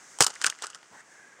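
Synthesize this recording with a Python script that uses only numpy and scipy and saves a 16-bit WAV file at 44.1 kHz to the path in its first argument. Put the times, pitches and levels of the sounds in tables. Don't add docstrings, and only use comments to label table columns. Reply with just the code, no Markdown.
import sys
import numpy as np
from scipy import signal
from scipy.fft import rfft, irfft, next_fast_len
from scipy.io import wavfile
from scipy.ndimage import map_coordinates

SR = 44100
rng = np.random.default_rng(int(sys.argv[2]) if len(sys.argv) > 2 else 0)


def transcribe(u):
    v = np.clip(np.atleast_2d(u).T, -1, 1)
    q = np.round(v * 32767).astype(np.int16)
    wavfile.write(sys.argv[1], SR, q)


N = 61739
TIME = np.arange(N) / SR


def amp(db):
    return 10 ** (np.asarray(db) / 20)


def unit(x):
    return x / np.sqrt(np.mean(x ** 2) + 1e-20)


def fader(points):
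    return amp(np.interp(TIME, *np.transpose(points)))


def coloured(x, colour, size=2048):
    freq_hz, gain_db = np.transpose(colour)
    bins_hz = np.fft.rfftfreq(size, 1 / SR)
    curve_db = np.interp(np.log(bins_hz + 1), np.log(freq_hz), gain_db)
    cepstrum = irfft(np.log(amp(curve_db)))
    cepstrum[1:size // 2] *= 2
    cepstrum[size // 2 + 1:] = 0
    impulse_response = irfft(np.exp(rfft(cepstrum)))
    return signal.fftconvolve(x, impulse_response)[:len(x)]


def add(track, start_s, sound):
    part = track[max(0, round(start_s * SR)):][:len(sound)]
    part += sound[:len(part)]


def wobble(per_s):
    knots = rng.standard_normal(N)[:int(N * per_s / SR) + 4]
    return map_coordinates(knots, [TIME * per_s])


def rush(colour, levels, waver_db=0.5):
    waver = amp(waver_db * wobble(per_s=25))
    return fader(levels) * waver * unit(coloured(rng.standard_normal(N), colour))


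def ticks(per_s, spread_db, size):
    hits = rng.random(size) < per_s / SR
    polarity = rng.choice([-1, 1], size)
    strength = amp(spread_db * np.clip(rng.standard_normal(size), -2, 2))
    return hits * polarity * strength


def ring(pitch_hz, t60_s, rise_s):
    decay = np.exp(-np.log(1000) * TIME / t60_s)
    attack = 1 - np.exp(-TIME / rise_s)
    return np.sin(2 * np.pi * pitch_hz * TIME) * decay * attack


def river_and_breeze():
    # freq_hz, gain_db
    wash_colour = [(30, -54), (70, -23), (150, -5.5), (400, -2.5), (700, -4), (1100, -2), (1700, 0),
                   (2050, 1), (2500, -8.5), (4000, -17), (10000, -38), (16000, -36)]
    hiss_colour = [(2000, -12.5), (4000, -9.5), (6300, 4.5), (8000, 0.5), (9500, -8), (11500, -22.5),
                   (16000, -26)]
    # time_s, level_db
    wash_levels = [(0, -55.5), (.5, -61), (.87, -63.5), (1.04, -60), (1.2, -57.5), (1.4, -58)]
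    hiss_levels = [(0, -56), (.17, -54), (.4, -55.5), (.8, -63.5), (.98, -61), (1.04, -64), (1.13, -60),
                   (1.4, -64)]
    return rush(wash_colour, wash_levels) + rush(hiss_colour, hiss_levels)


def crumbs():
    # time_s, level_db
    grind_levels = [(.175, -67), (.2, -97), (.24, -31), (.26, -57), (.3, -49.5), (.39, -56.5), (.43, -45),
                    (.47, -38), (.51, -50.5), (.565, -58.5), (.61, -52.5), (.645, -37), (.663, -52.5),
                    (.76, -59), (.86, -62.5), (1.4, -94)]
    # freq_hz, gain_db
    grit_colour = [(80, -24), (300, -7.5), (800, -1.5), (1400, 6.5), (2200, -8), (2900, 2), (3900, -8),
                   (5000, -1.5), (8500, -11.5), (10800, -40), (16000, -47)]
    crackle = ticks(per_s=3200, spread_db=9, size=N)
    return fader(grind_levels) * unit(coloured(crackle, grit_colour))


def fracture(length_s, colour, settle_s, settle_db, attack_s=0.00018, size=3072):
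    t = np.arange(size) / SR
    attack = 1 - np.exp(-t / attack_s)
    breaking = np.exp(-(t / length_s) ** 2.2)
    settling = amp(settle_db) * np.exp(-t / settle_s)
    crackle = ticks(per_s=13000, spread_db=2.5, size=size)
    burst = coloured(attack * (breaking + settling) * crackle, colour)
    return burst * np.sqrt(0.005 * SR / (np.sum(burst ** 2) + 1e-20))


def crust():
    # start_s, length_s, pitch_hz, knock_db, plate_db, brittle_db
    snaps = [(0.187, 0.0017, 1040, -42, -51, -35.5), (0.2005, 0.001, 1440, -51, -65, -42),
             (.2054, 0.0048, 1974, -15, -19, -11.5), (.209, 0.0074, 1100, -23, -24.5, -19),
             (0.212, 0.0076, 1630, -34.5, -25, -19), (0.2216, 0.0059, 1330, -26.5, -28.5, -13.5),
             (0.2349, 0.0014, 1420, -50, -32, -22.5), (.2373, 0.001, 1370, -58, -36, -28),
             (0.2419, 0.0012, 1300, -50, -36, -28), (0.244, 0.0024, 1320, -51, -32, -21.5),
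             (0.2651, 0.0017, 1280, -32.5, -30, -20.5), (0.268, 0.00065, 1240, -65, -47, -23),
             (0.28, 0.0012, 1290, -40, -41.5, -36.5), (0.2955, 0.0024, 1170, -44.5, -52, -46),
             (0.302, 0.0075, 1480, -43.5, -50, -37.5), (0.339, 0.0026, 1480, -60, -51.5, -47),
             (0.3536, 0.0037, 1950, -73, -51, -43.5), (0.415, 0.0023, 1660, -49, -32.5, -31),
             (0.422, 0.0061, 1480, -60, -43.5, -33.5), (0.44, 0.00059, 1500, -62, -38, -27.5),
             (0.4436, 0.0021, 1575, -37.5, -19.5, -23.5), (0.4583, 0.0024, 1300, -47.5, -34.5, -30.5),
             (0.464, 0.0056, 1370, -45, -23.5, -17.5), (0.472, 0.002, 1560, -56, -27.5, -30),
             (0.48, 0.0039, 1180, -51, -43.5, -37.5), (0.4993, 0.0019, 1510, -67, -40, -27.5),
             (0.5872, 0.0012, 1910, -62, -47.5, -50), (0.622, 0.0017, 1380, -44, -49, -34),
             (.626, 0.0015, 1450, -56, -48, -38), (0.635, 0.0072, 1315, -50, -34.5, -45),
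             (.6408, 0.0013, 1290, -50, -36.5, -36.5), (.6442, 0.0019, 1360, -53, -41, -39.5),
             (0.6573, 0.0028, 1470, -52, -44, -45), (0.6677, 0.0018, 1470, -56, -47, -36),
             (0.7, 0.0072, 1350, -72, -48.5, -42.5), (0.747, 0.0019, 1500, -56.5, -46.5, -40.5),
             (0.753, 0.0079, 1300, -53.5, -45.5, -48), (0.829, 0.0024, 2000, -55, -52, -62)]
    # freq_hz, gain_db
    knock_colour = [(60, -40), (130, -19.5), (260, -15), (440, -3.5), (640, -8.5), (820, -1), (1080, -10.5),
                    (1800, -11.5), (5000, -53.5)]
    plate_colour = [(300, -44), (800, -14.5), (1200, -5.5), (1450, 2.5), (1700, -5.5), (2250, -15.5),
                    (2800, -14.5), (3600, -15), (7000, -43)]
    brittle_colour = [(900, -27), (2300, -20.5), (2950, -2), (3400, -6), (4100, -5.5), (4900, -0.5),
                      (6300, 0.5), (7700, 1.5), (9200, -3), (10700, -22.5), (13500, -34), (16000, -33)]
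    splinter_colour = [(6000, -24), (10000, 5.5), (13500, 4.5), (16000, -20)]
    # decay_s in the first table, level_db in the second
    settle_s = [0.00705, 0.0055, 0.0077]
    settle_db = [-22, 3.5, -14]
    knock_tail, plate_tail, treble_tail = zip(settle_s, settle_db)
    plate_peak_hz = 1450
    out = np.zeros(N)
    for start_s, length_s, pitch_hz, knock_db, plate_db, brittle_db in snaps:
        tuned_plate = np.multiply(plate_colour, [pitch_hz / plate_peak_hz, 1])
        shortness_octaves = np.log2(settle_s[-1] / length_s)
        splinter_db = -15 + 1.58 * brittle_db + 3.5 * shortness_octaves
        knock = amp(knock_db) * fracture(length_s, knock_colour, *knock_tail)
        plate = amp(plate_db) * fracture(length_s, tuned_plate, *plate_tail)
        brittle = amp(brittle_db) * fracture(length_s, brittle_colour, *treble_tail)
        splinters = amp(splinter_db) * fracture(length_s, splinter_colour, *treble_tail)
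        add(out, start_s, knock + plate + brittle + splinters)
    return out


def thumps():
    # start_s, pitch_hz, relative_db
    thuds = [(0.2058, 140, -24), (0.231, 85, -47), (0.2645, 110, -56), (0.485, 92, -61), (.912, 195, -56)]
    out = np.zeros(N)
    for start_s, pitch_hz, relative_db in thuds:
        add(out, start_s, 2 * amp(relative_db) * ring(pitch_hz, t60_s=0.035, rise_s=0.0019))
    return out


def dry_clicks():
    # start_s, pitch_hz, peak_db
    clicks = [(0.3595, 1910, -33), (0.364, 1950, -34), (.4442, 2580, -16.5), (0.5004, 3080, -25.5),
              (.525, 1780, -28.5), (0.732, 2920, -39)]
    out = np.zeros(N)
    for start_s, pitch_hz, peak_db in clicks:
        click = ring(pitch_hz, t60_s=0.005, rise_s=0.0005)
        add(out, start_s, amp(peak_db) * click / np.abs(click).max())
    return out


def loose_plate(pitch_hz=1430):
    # time_s, level_db
    ring_levels = [(.62, -68), (.655, -51.5), (.72, -63), (.755, -57.5), (.88, -80)]
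    b, a = signal.iirpeak(pitch_hz, Q=pitch_hz / 210, fs=SR)
    grinding = rng.standard_normal(N)
    ringing = signal.lfilter(b, a, signal.lfilter(b, a, grinding))
    return fader(ring_levels) * unit(ringing)


def trouser_swish():
    # freq_hz, gain_db
    dull_colour = [(70, -13), (170, -4), (400, -1.5), (800, 3.5), (1300, -2), (2400, -15), (8000, -20),
                   (11000, -35)]
    bright_colour = [(700, -25), (1400, -3), (1900, 1), (2400, -19), (4000, -23), (8000, -13), (11000, -40)]
    # time_s, level_db
    dull_levels = [(.895, -70.5), (0.933, -51), (.97, -56), (1.025, -66), (1.37, -81), (1.395, -53.5)]
    bright_levels = [(.92, -79), (.945, -55), (1.008, -50), (1.035, -78)]
    return rush(dull_colour, dull_levels) + rush(bright_colour, bright_levels)


def chirr(centre_hz=1640, wander_hz=65, flutter_db=6, flutter_per_s=130):
    # time_s, level_db
    chirr_levels = [(1.03, -71), (1.1, -60), (1.23, -56.5), (1.4, -62)]
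    pitch_hz = centre_hz + wander_hz * wobble(flutter_per_s)
    tone = np.sin(2 * np.pi * np.cumsum(pitch_hz) / SR)
    pulses = amp(flutter_db * np.minimum(wobble(flutter_per_s), 1))
    return fader(chirr_levels) * unit(pulses * tone)


def scene():
    step = crust() + thumps() + dry_clicks() + crumbs() + loose_plate()
    return (step + trouser_swish() + river_and_breeze() + chirr())[None]


def record(dry):
    low_cut_hz, top_hz, roll_off_hz = 62, 16500, 900
    ceiling, hardness = 0.72, 5
    low_cut = signal.butter(2, low_cut_hz, "highpass", fs=SR, output="sos")
    thinned = signal.sosfilt(low_cut, dry)
    rounded = thinned / (1 + np.abs(thinned / ceiling) ** hardness) ** (1 / hardness)
    size = next_fast_len(N + SR // 2)
    edge = np.clip((top_hz - np.fft.rfftfreq(size, 1 / SR)) / roll_off_hz, 0, 1)
    high_cut = np.sin(np.pi / 2 * edge) ** 2
    return irfft(rfft(rounded, size) * high_cut, size)[..., :N]


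dry = scene()
out = record(dry)
transcribe(out)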